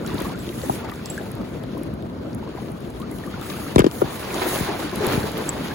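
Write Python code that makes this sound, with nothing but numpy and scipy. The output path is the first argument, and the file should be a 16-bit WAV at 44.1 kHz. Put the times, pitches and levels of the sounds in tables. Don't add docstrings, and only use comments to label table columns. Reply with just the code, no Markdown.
import sys
import numpy as np
from scipy import signal
from scipy.fft import rfft, irfft, next_fast_len
from scipy.io import wavfile
from scipy.ndimage import uniform_filter1d, minimum_filter1d, map_coordinates

SR = 44100
rng = np.random.default_rng(int(sys.argv[2]) if len(sys.argv) > 2 else 0)


def digitize_waveform(pressure):
    field = np.atleast_2d(pressure).T
    bounded = np.clip(field, -1, 1)
    quanta = np.round(bounded * 32767).astype(np.int16)
    wavfile.write(sys.argv[1], SR, quanta)


def makeup_ratio(level_db):
    decades = np.asarray(level_db, float) / 20
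    return 10 ** decades


N = 253134


def unit(x):
    return x / np.sqrt(np.mean(x ** 2) + 1e-20)


def along(points, hz):
    f, v = np.transpose(points)
    return np.interp(np.log(hz + 1), np.log(f + 1), v)


def curves(rows):
    s, *cols = np.transpose(rows)
    return [np.interp(np.arange(N) / SR, s, c) for c in cols]


def wobble(rate):
    return map_coordinates(rng.standard_normal(int(N * rate / SR) + 4), [np.arange(N) * rate / SR])


def filtered(x, response):
    m = next_fast_len(N + SR // 2)
    return irfft(rfft(x, m) * response(np.fft.rfftfreq(m, 1 / SR)), m)[..., :N]


def lead(hz, seconds):
    return np.exp(1j * np.pi * hz * seconds * np.array([[1], [-1]]))


def both_db(a_db, b_db):
    return 10 * np.log10(makeup_ratio(2 * a_db) + makeup_ratio(2 * b_db))


def add(track, s, sound, pan_db):
    at = round(s * SR)
    track[:, at:at + len(sound)] += (sound * makeup_ratio([[pan_db / 2], [-pan_db / 2]]))[:, :N - at]


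# (frequency [Hz], correlation [-1..1])
ALIKE = [(50, 0.85), (130, 0.99), (290, 0.91), (640, 0.34), (1400, 0.75), (3000, -0.15), (4500, -0.25),
         (16000, 0.55)]


def rush(spectrum, patchy_db, grains=0, spread_db=0, share=0, left_first=0):
    z = signal.stft(rng.standard_normal((2, N)), nperseg=512)[2]
    field = uniform_filter1d(uniform_filter1d(rng.standard_normal(z.shape[1:]), 6, 0), 8, 1)
    pair = unit(signal.istft(z * makeup_ratio(patchy_db * unit(field)), nperseg=512)[1][:, :N])
    sizes = makeup_ratio(spread_db * np.minimum(rng.exponential(size=N), 3.5))
    spikes = (rng.random(N) < grains / SR) * sizes
    pair = pair + share * unit(spikes * rng.standard_normal((2, N)))

    def turn(hz):
        return np.arccos(np.clip(along(ALIKE, hz), -1, 1)) / 2

    mid, side = filtered(pair, lambda hz: makeup_ratio(along(spectrum, hz)) * [np.cos(turn(hz)), np.sin(turn(hz))])
    return unit(filtered(np.array([mid + side, mid - side]), lambda hz: lead(hz, left_first)))


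def bubbles(count, centre_hz, cycles, spread_db, size=640, scatter=0.519):
    when, side, bulk = rng.random((3, count))
    hz = np.clip(centre_hz * np.exp(scatter * rng.standard_normal(count)), 250, 9000)[:, None]
    t = np.arange(size) / SR
    age = t * hz / cycles
    rings = age * np.exp(-3 * age) * np.sin(2 * np.pi * hz * t * (1 + 0.074 * age))
    grains = makeup_ratio(-spread_db * np.log(bulk + 0.095))[:, None] * rings
    at = ((when * N).astype(int)[:, None] + np.arange(len(t))).ravel()
    sides = [np.bincount(at, (grains * w[:, None]).ravel(), N + len(t))[:N] for w in (0.21 + side, 1.3 - side)]
    return unit(np.array(sides))


def rising_bubbles(rows, rise):
    out, t = np.zeros((2, N)), np.arange(SR // 8) / SR
    for s, db, hz, t60 in rows:
        turns = hz * (t + rise * t * t / t60)
        envelope = makeup_ratio(db + 0.5 - 60 * t / t60) * (1 - np.exp(-t / 0.00062))
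        add(out, s, envelope * np.sin(2 * np.pi * turns), pan_db=1.5)
    return out


def clicks(rows, gain_db, width):
    out, t = np.zeros((2, N)), np.arange(2048) / SR
    f = np.fft.rfftfreq(len(t), 1 / SR)
    for s, db, hz, t60, pan_db in rows:
        band = width * hz * np.sqrt(hz / 4000)
        burst = makeup_ratio(-60 * t / t60) * (1 - np.exp(-t / 0.00063)) * rng.standard_normal(len(t))
        burst = irfft(rfft(burst) * (1j * f * band / (hz * hz - f * f + 1j * f * band)) ** 2)
        add(out, s, makeup_ratio(db + gain_db) * burst / np.abs(burst).max(), np.clip(pan_db, -7, 7))
    return out


# (time [s], strength [dB])
STIR = [(0, -43.5), (.3, -41), (.48, -47.5), (.75, -42), (1.05, -42), (1.4, -43), (2.09, -48), (2.4, -46),
        (2.59, -45), (2.95, -47.5), (3.29, -45), (3.5, -39.5), (3.69, -41), (3.9, -40.5), (4.1, -38),
        (4.8, -36), (5.35, -38.5), (5.74, -36.5)]
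# (peak time [s], strength [dB], rise [s per 10 dB], fall [s per 10 dB])
SURGES = [(.09, -40, 0.065, .08), (0.2, -35.5, 0.054, 0.08), (.27, -41.5, 0.054, 0), (.93, -36, 0.2, -0.01),
          (4.425, -30.5, 0.11, 0.23), (4.57, -32, 0.12, 0.09), (4.69, -34.5, 0.046, 0.13),
          (5.04, -31, 0.089, 0.2), (5.136, -28.5, 0.082, 0.08), (5.24, -39, 0.027, 0.02),
          (5.41, -34, 0.083, 0.1)]


def stirring():
    t, (level_db,) = np.arange(N) / SR, curves(STIR)
    surges = 0
    for s, db, rise, fall in SURGES:
        surges = surges + makeup_ratio(2 * np.interp(t, [s - 3 * rise, s, s + 3 * fall], [db - 30, db, db - 30]))
    return 10 * np.log10(makeup_ratio(2 * level_db) + surges) + 35


# (time [s], level [dB])
CURRENT = [(0, -32), (.25, -30.5), (.38, -32), (.6, -32), (.95, -35.5), (1.79, -31.5), (3.05, -33),
           (3.64, -33.5), (4.2, -36), (4.85, -33.5), (5.13, -29), (5.33, -33), (5.74, -31.5)]
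# (frequency [Hz], density [dB per Hz])
RUMBLE = [(13, -62), (22, -46), (52, -4.5), (184, 0.5), (354, -7), (432, -11), (594, -16), (646, -19),
          (918, -27.5), (1200, -23.5), (1560, -27), (2640, -120)]
# (frequency [Hz], density [dB per Hz])
BODY = [(120, -42), (220, 4.5), (330, 3.5), (480, -1), (700, -8), (1200, -63.5)]


def river():
    current_db, = curves(CURRENT)
    low_db = current_db + 0.5
    drag_db = -39.5 + 1.85 * stirring()
    body_db = both_db(current_db - 3.5, drag_db)
    tumble = makeup_ratio(0.12 * wobble(7) + 1.1 * wobble(35))
    low = unit(tumble * rush(RUMBLE, patchy_db=-1.0, left_first=0.00037))
    lumps = makeup_ratio(.8 * wobble(14) + 1.8 * wobble(40))
    body = rush(BODY, patchy_db=4.0, grains=300, spread_db=3.5, share=0.89, left_first=0.000097)
    return makeup_ratio(low_db) * low + makeup_ratio(body_db) * unit(lumps * body) * makeup_ratio([[.9], [-.9]])


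# (time [s], strength [dB])
RUB = [(0.0, -54), (.36, -55.5), (.41, -48), (0.73, -48.5), (.82, -57.5), (1.18, -53), (1.37, -60),
       (1.84, -59.5), (2.06, -65.5), (2.3, -60.5), (3.02, -59), (3.58, -51.5), (4.08, -51.5), (4.59, -47),
       (4.73, -51.5), (5.31, -50.5), (5.5, -52), (5.74, -53.5)]
# (time [s], level [dB])
TRICKLE = [(0, -6), (.35, -4), (1, -8), (2.2, -11), (2.5, -7), (2.8, -8), (3.3, -9), (3.55, -3.5),
           (3.75, -9), (4, -9.5), (5.74, -13.5)]
# (frequency [Hz], density [dB per Hz])
SWISH = [(150, -51), (300, 0), (500, -1.5), (900, -2), (1500, -9.5), (2400, -15.5), (4000, -78)]
SCRATCH = [(1200, 1.5), (2200, 2), (2900, 2), (4000, 1.5), (4700, -1), (5500, -8.5), (7000, -10),
           (9000, -52)]
HISS = [(4500, -20.5), (6500, -9), (7700, -10), (9000, -2.5), (11000, -9.5), (14000, -6.5), (15800, -10),
        (16400, -44)]


def rustle():
    stir_db, rub_db = stirring(), curves(RUB)[0] + 50
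    swish_db = -35.5 + 1.26 * stir_db
    scratch_db = -40.5 + 0.94 * stir_db + 0.46 * rub_db
    hiss_db = -46 + 1.25 * rub_db + 0.57 * stir_db
    clumps = .15 * wobble(16) + .8 * wobble(60)

    swish = rush(SWISH, patchy_db=3.0, grains=420, spread_db=7, share=0.19, left_first=.00008)
    swish = swish + 0.41 * bubbles(count=1500, centre_hz=1090, cycles=4.2, spread_db=2.5)
    trickle = bubbles(count=750, centre_hz=1220, cycles=11.1, spread_db=1.5, size=900, scatter=0.251)
    swish = swish + makeup_ratio(curves(TRICKLE)[0]) * trickle
    scratch = rush(SCRATCH, patchy_db=1.3, grains=500, spread_db=3.5, share=0.4)
    scratch = scratch + 0.35 * bubbles(count=4000, centre_hz=3460, cycles=4.8, spread_db=0.0)
    hiss = rush(HISS, patchy_db=1.7, grains=900, spread_db=3, share=0.3)

    swish_db = swish_db + 2.0 + .8 * clumps
    scratch_db = scratch_db + 4.0 + clumps + 1.27 * wobble(25.01)
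    hiss_db = hiss_db + 7.0 + 1.9 * clumps + 2.4 * wobble(14) + 0.16 * wobble(3.07)
    return makeup_ratio(swish_db) * swish * makeup_ratio([[.6], [-.6]]) + makeup_ratio(scratch_db) * scratch + makeup_ratio(hiss_db) * hiss


# (time [s], peak [dB], bubble pitch [Hz])
DROPS = [(0.047, -26.5, 1330), (0.116, -27, 920), (.219, -38, 890), (0.255, -26, 1040), (0.348, -28, 1350),
         (0.495, -22, 320), (0.636, -18, 490), (4.016, -22, 1304), (0.92, -26, 1145), (1.178, -20, 1570),
         (1.213, -28, 614), (1.77, -30.5, 1010), (2.258, -35, 1270), (3.12, -36.5, 1970), (2.427, -29, 860),
         (2.474, -31, 1010), (2.574, -30, 950), (2.618, -39, 1130), (2.68, -29, 363), (3.237, -31.5, 1749),
         (3.274, -29, 1120), (3.34, -26, 1366), (3.418, -29, 1261), (3.499, -29, 1130), (3.542, -27, 1210),
         (3.665, -26, 1240), (4.558, -18, 504), (4.687, -15, 368), (5.589, -31, 357), (5.708, -26, 1530),
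         (2.3, -47, 837), (2.352, -44, 1300), (2.38, -38.5, 1340), (2.54, -37, 1090), (2.585, -26.5, 715),
         (2.754, -39, 1050), (2.917, -47, 870), (3.202, -46, 1270), (3.24, -31, 606), (3.314, -36, 756),
         (3.636, -33, 1330), (0.189, -28, 1040), (.22, -30, 1890), (.3, -28, 910), (.795, -31, 1330),
         (.89, -31, 1110), (0.994, -38, 1450)]


def drops():
    return rising_bubbles([(s, db, hz, 0.038) for s, db, hz in DROPS], rise=0.18)


# (time [s], peak [dB], centre [Hz], pan [dB])
SPRAY = [(.0625, -24, 7500, 7), (1.059, -48, 7650, -4), (1.1004, -22.5, 9100, 7), (1.11, -39, 7800, 4),
         (1.1772, -24, 7850, -8), (1.3159, -27, 11000, 2.5), (1.3518, -30.5, 11000, 7),
         (1.8328, -30, 10200, 0), (1.9385, -35, 12000, 8), (2.3471, -28, 10000, 5), (2.718, -32, 10300, 3),
         (2.9025, -35, 9680, 8), (3.1133, -29, 10200, 2), (4.343, -18, 7200, -12),
         (4.8115, -34, 15200, 1.2), (5.0667, -14, 9500, 7), (5.4904, -26, 7570, -6),
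         (5.5767, -31, 15500, -11)]


def spray():
    return clicks([(s, db, hz, 0.011, pan_db) for s, db, hz, pan_db in SPRAY], gain_db=-4, width=.38)


# (time [s], peak [dB], centre [Hz], pan [dB])
STRANDS = [(.0625, -26, 3200, 0), (.1216, -25, 2810, .5), (.2588, -33, 2200, 0), (0.3358, -29, 2060, 0),
           (.355, -36, 7200, 0), (.392, -36, 5030, 0), (0.4496, -31, 2400, 8), (.466, -30, 3280, 4),
           (0.5246, -28.5, 2020, -.5), (0.588, -36, 3030, 1.5), (.598, -42, 3870, 1),
           (.845, -35.5, 6400, -1.5), (0.877, -36, 1880, 2.5), (.8995, -31, 2630, 2.5),
           (.917, -26, 2000, 2), (.926, -35, 2500, 4), (.937, -29, 3700, 6), (.956, -29, 6100, 0.5),
           (.9924, -29, 1490, 0), (4.304, -17, 2380, 0), (4.395, -18, 4000, -2), (4.4145, -18, 1500, -3),
           (4.422, -19.5, 4670, -2), (4.483, -19, 4100, 0), (4.494, -17, 3530, 0), (4.558, -17.5, 3180, 4),
           (4.5811, -18, 1580, 9), (4.587, -22, 3800, 0), (4.6315, -26, 1740, 1), (5, -31, 4000, 0),
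           (5.028, -24.5, 1700, 0), (5.079, -28, 2400, 0), (5.092, -29, 4120, -3), (5.121, -16, 1300, -4),
           (5.133, -18, 1500, -1.5), (5.137, -24, 4300, 0), (5.197, -21, 3900, 0), (5.228, -19, 1310, 3),
           (5.231, -21, 4300, -2), (3.617, -27, 1250, 1), (3.68, -25, 1510, 0), (3.605, -32, 1750, 1),
           (3.426, -32, 1699, -3)]


def strands():
    return clicks([(s, db, hz, 0.017, pan_db) for s, db, hz, pan_db in STRANDS], gain_db=-7, width=0.35)


# (time [s], peak [dB], pan [dB])
FLICKS = [(0.0735, -26, -3), (0.1441, -26, -2), (0.189, -33, 0.5), (0.203, -21, -8), (0.2203, -25.5, 4),
          (0.39, -29, 2), (0.9148, -27.5, -8), (1.041, -37, 0.5), (1.057, -28, -2), (1.4296, -51, -5),
          (1.6352, -37, 4), (1.7785, -33.5, 4), (2.0238, -40, 2), (2.2248, -58, -5), (2.805, -38, 1),
          (3.001, -34.5, 0.0), (3.1842, -33, 7), (3.4126, -29.5, 0.5), (3.79, -25, -8), (4.2494, -43, -0.5),
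          (4.4902, -26, -3), (4.527, -34, 1.0), (4.914, -31, 7), (4.9575, -22.5, 7), (5.2689, -37, -5.5),
          (5.3174, -25, 0), (5.3776, -24.5, 3.5)]


def flicks():
    return clicks([(s, db, 11900, 0.0064, pan_db) for s, db, pan_db in FLICKS], gain_db=1, width=0.62)


# (time [s], peak [dB], pan [dB])
TICKS = [(.077, -25.5, 6), (0.103, -30, 7), (0.182, -23.5, 13), (0.208, -25, 7), (.2932, -32, 1),
         (0.473, -44, 8), (0.6158, -26, 7), (.7904, -43, -5), (0.897, -29, 9), (1.057, -21, -6),
         (1.214, -34, 12), (1.636, -33, -2.5), (1.7785, -52, 6), (2.0238, -38, 7), (2.33, -37, 8),
         (3.017, -31, 7), (3.1854, -35, 7), (3.4126, -30.5, 2), (4.2487, -25, -14), (4.3034, -31, -2),
         (4.378, -20, -2), (4.8943, -24, -3), (4.9587, -26, 7), (5.44, -26, 7)]


def ticks():
    rows = [(s, db, 3680 * np.exp(rng.normal(0, 0.13)), 0.011, pan_db) for s, db, pan_db in TICKS]
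    return clicks(rows, gain_db=-4, width=.38)


# (time [s], peak [dB], start pitch [Hz], pitch sag time [s], t60 [s])
KNOCKS = [(.143, -18.5, 390, 0.016, 0.055), (.6966, -3.5, 860, 0.029, 0.013),
          (0.6998, -11, 436, 0.0041, 0.029), (3.7601, -1.5, 865, 0.0031, 0.15),
          (3.78, -5.5, 713, 0.0071, 0.07), (3.7929, 3.5, 634, 0.0082, 0.048),
          (3.8016, -7.5, 300, 0.0057, 0.36), (3.8184, -8, 605, 0.0123, 0.045),
          (3.8424, 1, 774, 0.0046, 0.032), (3.855, -16, 497, 0.0265, 0.17), (3.8658, 4.5, 398, 0.025, 0.02),
          (4.0187, -5, 840, 0.0058, 0.037), (4.025, -7.5, 460, 0.0127, 0.018),
          (4.042, -17, 460, 0.0046, 0.075), (4.417, -32, 880, 0.0048, 0.038),
          (4.608, -18.5, 400, 0.0055, 0.18), (5.14, -21, 490, 0.0033, 0.062),
          (5.176, -11, 392, 0.0046, 0.072), (5.531, -53, 350, 0.01, .074)]


def handle():
    out, t = np.zeros((2, N)), np.arange(SR // 6) / SR
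    for s, db, hz, sag, t60 in KNOCKS:
        turns = 2 * hz * sag * (1 - (1 + t / sag) ** -.5)
        envelope = makeup_ratio(db + 4.5 - 60 * t / t60) * (1 - np.exp(-t / 0.00059)) ** 2
        add(out, s, envelope * np.sin(2 * np.pi * turns), pan_db=2.5)

    def bass_cut(f):
        return (1j * f / (50 + 1j * f)) ** 3 * -f * f / (42 ** 2 - f * f + 1.3j * 42 * f)

    return filtered(out, lambda f: bass_cut(f) * lead(f, -.00048))


# (time [s], peak [dB], t60 [s])
PINGS = [(.4, -42, 0.088), (.45, -57, 0.09), (.56, -56, .1), (.63, -44, 0.1), (.7, -46, 0.12),
         (1.0584, -35, 0.062), (1.1002, -27, 0.084), (1.1124, -39, 0.051), (1.1458, -43, 0.076),
         (1.177, -57, 0.07), (1.183, -46, 0.061), (5.4915, -14, 0.022)]
# (frequency [Hz], level [dB])
RING = [
    (7660, 12),
    (7600, -28),
    (8930, 4),
    (3640, -33),
]


def ring():
    out, t = np.zeros((2, N)), np.arange(SR // 5) / SR
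    for s, db, t60 in PINGS:
        tone = sum(makeup_ratio(level + rng.normal(0, 0.54)) * np.sin(2 * np.pi * hz * t) for hz, level in RING)
        add(out, s, makeup_ratio(db - 10.5 - 60 * t / t60) * tone, 0)
    return out


# (time [s], peak [dB], centre [Hz], t60 [s])
CRACKS = [(3.7592, -11, 3800, 0.0047), (3.7815, -7.5, 2800, 0.015), (3.792, -7.5, 7500, 0.0055),
          (3.7973, -9, 2900, 0.0083), (3.8042, -17, 4000, 0.015), (3.8182, -19, 3400, 0.008),
          (3.8415, -28, 3700, 0.008), (3.7845, -15, 7000, .008), (3.7945, -15, 8700, 0.0043),
          (3.8005, -16, 3900, 0.0071), (0.49, -24, 2600, 0.0094),
          (3.9128, -24, 4100, .005) , (3.5, -25, 3500, .012), (3.864, -19, 3500, 0.037)]


def cracks():
    bursts = clicks([(*row, 7) for row in CRACKS], gain_db=0.4, width=1.0)
    return filtered(bursts, lambda hz: lead(hz, -.0004))


# (time [s], peak [dB], bubble pitch [Hz], t60 [s])
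GLUG = [
    (3, -37, 1034, 0.148),
    (3.026, -31, 1176, 0.091),
]


def glug():
    return rising_bubbles(GLUG, rise=0.33)


# (time [s], peak [dB], centre [Hz], pan [dB])
SLAPS = [(3.759, -14.5, 790, 11), (3.782, -10.5, 805, -9), (3.79, -10.5, 1220, 10), (3.802, -6, 850, 4),
         (3.842, -17, 1450, 8), (3.863, -15.5, 840, 7), (4.018, -17, 627, 10), (4.418, -17, 910, -10),
         (5.05, -34, 865, -8), (5.099, -24, 904, -14), (5.139, -36, 1130, -31)]


def slaps():
    bursts = clicks([(s, db, hz, 0.035, pan_db) for s, db, hz, pan_db in SLAPS], gain_db=2.5, width=2.9)
    return filtered(bursts, lambda hz: lead(hz, -.0004))


# (time [s], peak [dB], pitch [Hz], t60 [s])
GULPS = [(4.286, -29.5, 384.2, 0.12), (4.371, -24, 343, 0.055), (4.415, -23.5, 367.6, 0.29),
         (4.464, -21, 346, 0.13), (4.74, -31, 336, 0.11), (4.792, -22.5, 276, 0.11),
         (4.845, -21.5, 295, 0.13), (4.928, -19.5, 356, 0.066), (4.971, -22.5, 202, 0.19),
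         (5.005, -21, 416, 0.17), (5.035, -19.5, 368, 0.17), (5.073, -20.5, 128, 0.22),
         (5.24, -19.5, 422, 0.069), (5.382, -40, 276, .08)]


def gulps():
    return rising_bubbles(GULPS, rise=0.039)


# (frequency [Hz], t60 [s])
BANK = [(200, 0.031), (2000, 0.085), (10000, 0.0062)]


def echoes(x):
    hz, t, z = signal.stft(rng.standard_normal((2, SR // 4)), SR, nperseg=256)
    tail = signal.istft(z * makeup_ratio(-60 * t / along(BANK, hz)[:, None]), SR, nperseg=256)[1]
    return signal.fftconvolve(x, tail / np.linalg.norm(tail[0]), axes=1)[:, :N]


# (time [s], left over right [dB])
BEARING = [(0, 0), (.8, 0.5), (1.7, 1.8), (2.2, .5), (2.7, 2.1), (3.6, 1.4), (4.2, -0.5), (4.8, -0.3),
           (5.3, 0), (5.6, 0.2)]


def scene():
    wet = drops() + spray() + strands() + glug() + gulps()
    solid = flicks() + ticks() + handle() + ring() + cracks() + slaps()
    near = wet + solid
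    turn_db = curves(BEARING)[0] * [[.5], [-.5]]
    return near + makeup_ratio(-11.5) * echoes(near) + makeup_ratio(turn_db) * (river() + rustle())


def gain_control(x):
    knee_db, squeeze, recover_s = -18.5, 0.25, 0.033
    keep = np.exp(-1 / (recover_s * SR))
    power = signal.lfilter([1 - keep], [1, -keep], np.mean(x ** 2, axis=0))
    return x * (1 + (power / makeup_ratio(2 * knee_db)) ** 2) ** (-squeeze / 2)


def thinned(x, under_db, scatter_db, jump):
    sum_and_difference = np.array([x[0] + x[1], x[0] - x[1]]) / 2
    hz, t, z = signal.stft(sum_and_difference, SR, nperseg=2048, noverlap=1536)
    band = np.arange(len(hz)) // 32
    power = np.add.reduceat(np.abs(z) ** 2, np.arange(0, len(hz), 32), axis=1)
    power = uniform_filter1d(power, size=3, axis=2)

    whim = unit(uniform_filter1d(rng.standard_normal(power.shape), size=4, axis=2))
    limit_db = under_db + 2.6 * (hz[::32, None] > 9800) + scatter_db * whim
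    weaker = power < makeup_ratio(2 * limit_db) * power[::-1]
    faint = weaker[:, band] & (hz[:, None] > 6200)
    luck = uniform_filter1d(uniform_filter1d(rng.standard_normal(z.shape), size=8, axis=1), size=9, axis=2)
    faint = faint | (unit(luck) > 1.85) & (hz[:, None] > 2400)

    treble = uniform_filter1d(filtered(x[0], lambda f: f > 3000) ** 2, size=128)
    sudden = treble > jump * uniform_filter1d(treble, size=2048)
    widened = -minimum_filter1d(-1. * sudden, size=400)
    near_attack = widened[np.minimum((t * SR).astype(int), N - 1)] > 0
    bright = power[:, 20].sum(0)
    top = hz[:, None] > 15850 + 1100 * (near_attack & (bright > 9 * np.median(bright)))
    kept = z * ~(faint & ~near_attack | top)
    mid, side = signal.istft(kept, SR, nperseg=2048, noverlap=1536)[1][:, :N]
    return np.array([mid + side, mid - side])


def roll_off(x):
    return signal.sosfilt(signal.butter(12, 17020, fs=SR, output="sos"), x)


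def record(dry):
    def joined(hz):
        return .9 / (1 + np.exp((6500 - hz) / 500))

    def turned(hz):
        return np.exp(2j * np.pi * (hz - 11080) / 4830)

    own = filtered(dry[1], lambda hz: np.sqrt(1 - joined(hz) ** 2))
    shared = filtered(dry[0], lambda hz: joined(hz) * turned(hz))
    ports = np.clip(gain_control(np.array([dry[0], own + shared])), -.92, .92)
    mix = thinned(ports, under_db=-5.2, scatter_db=1.3, jump=3.3)
    return roll_off(mix)


dry = scene()
out = record(dry)
digitize_waveform(out)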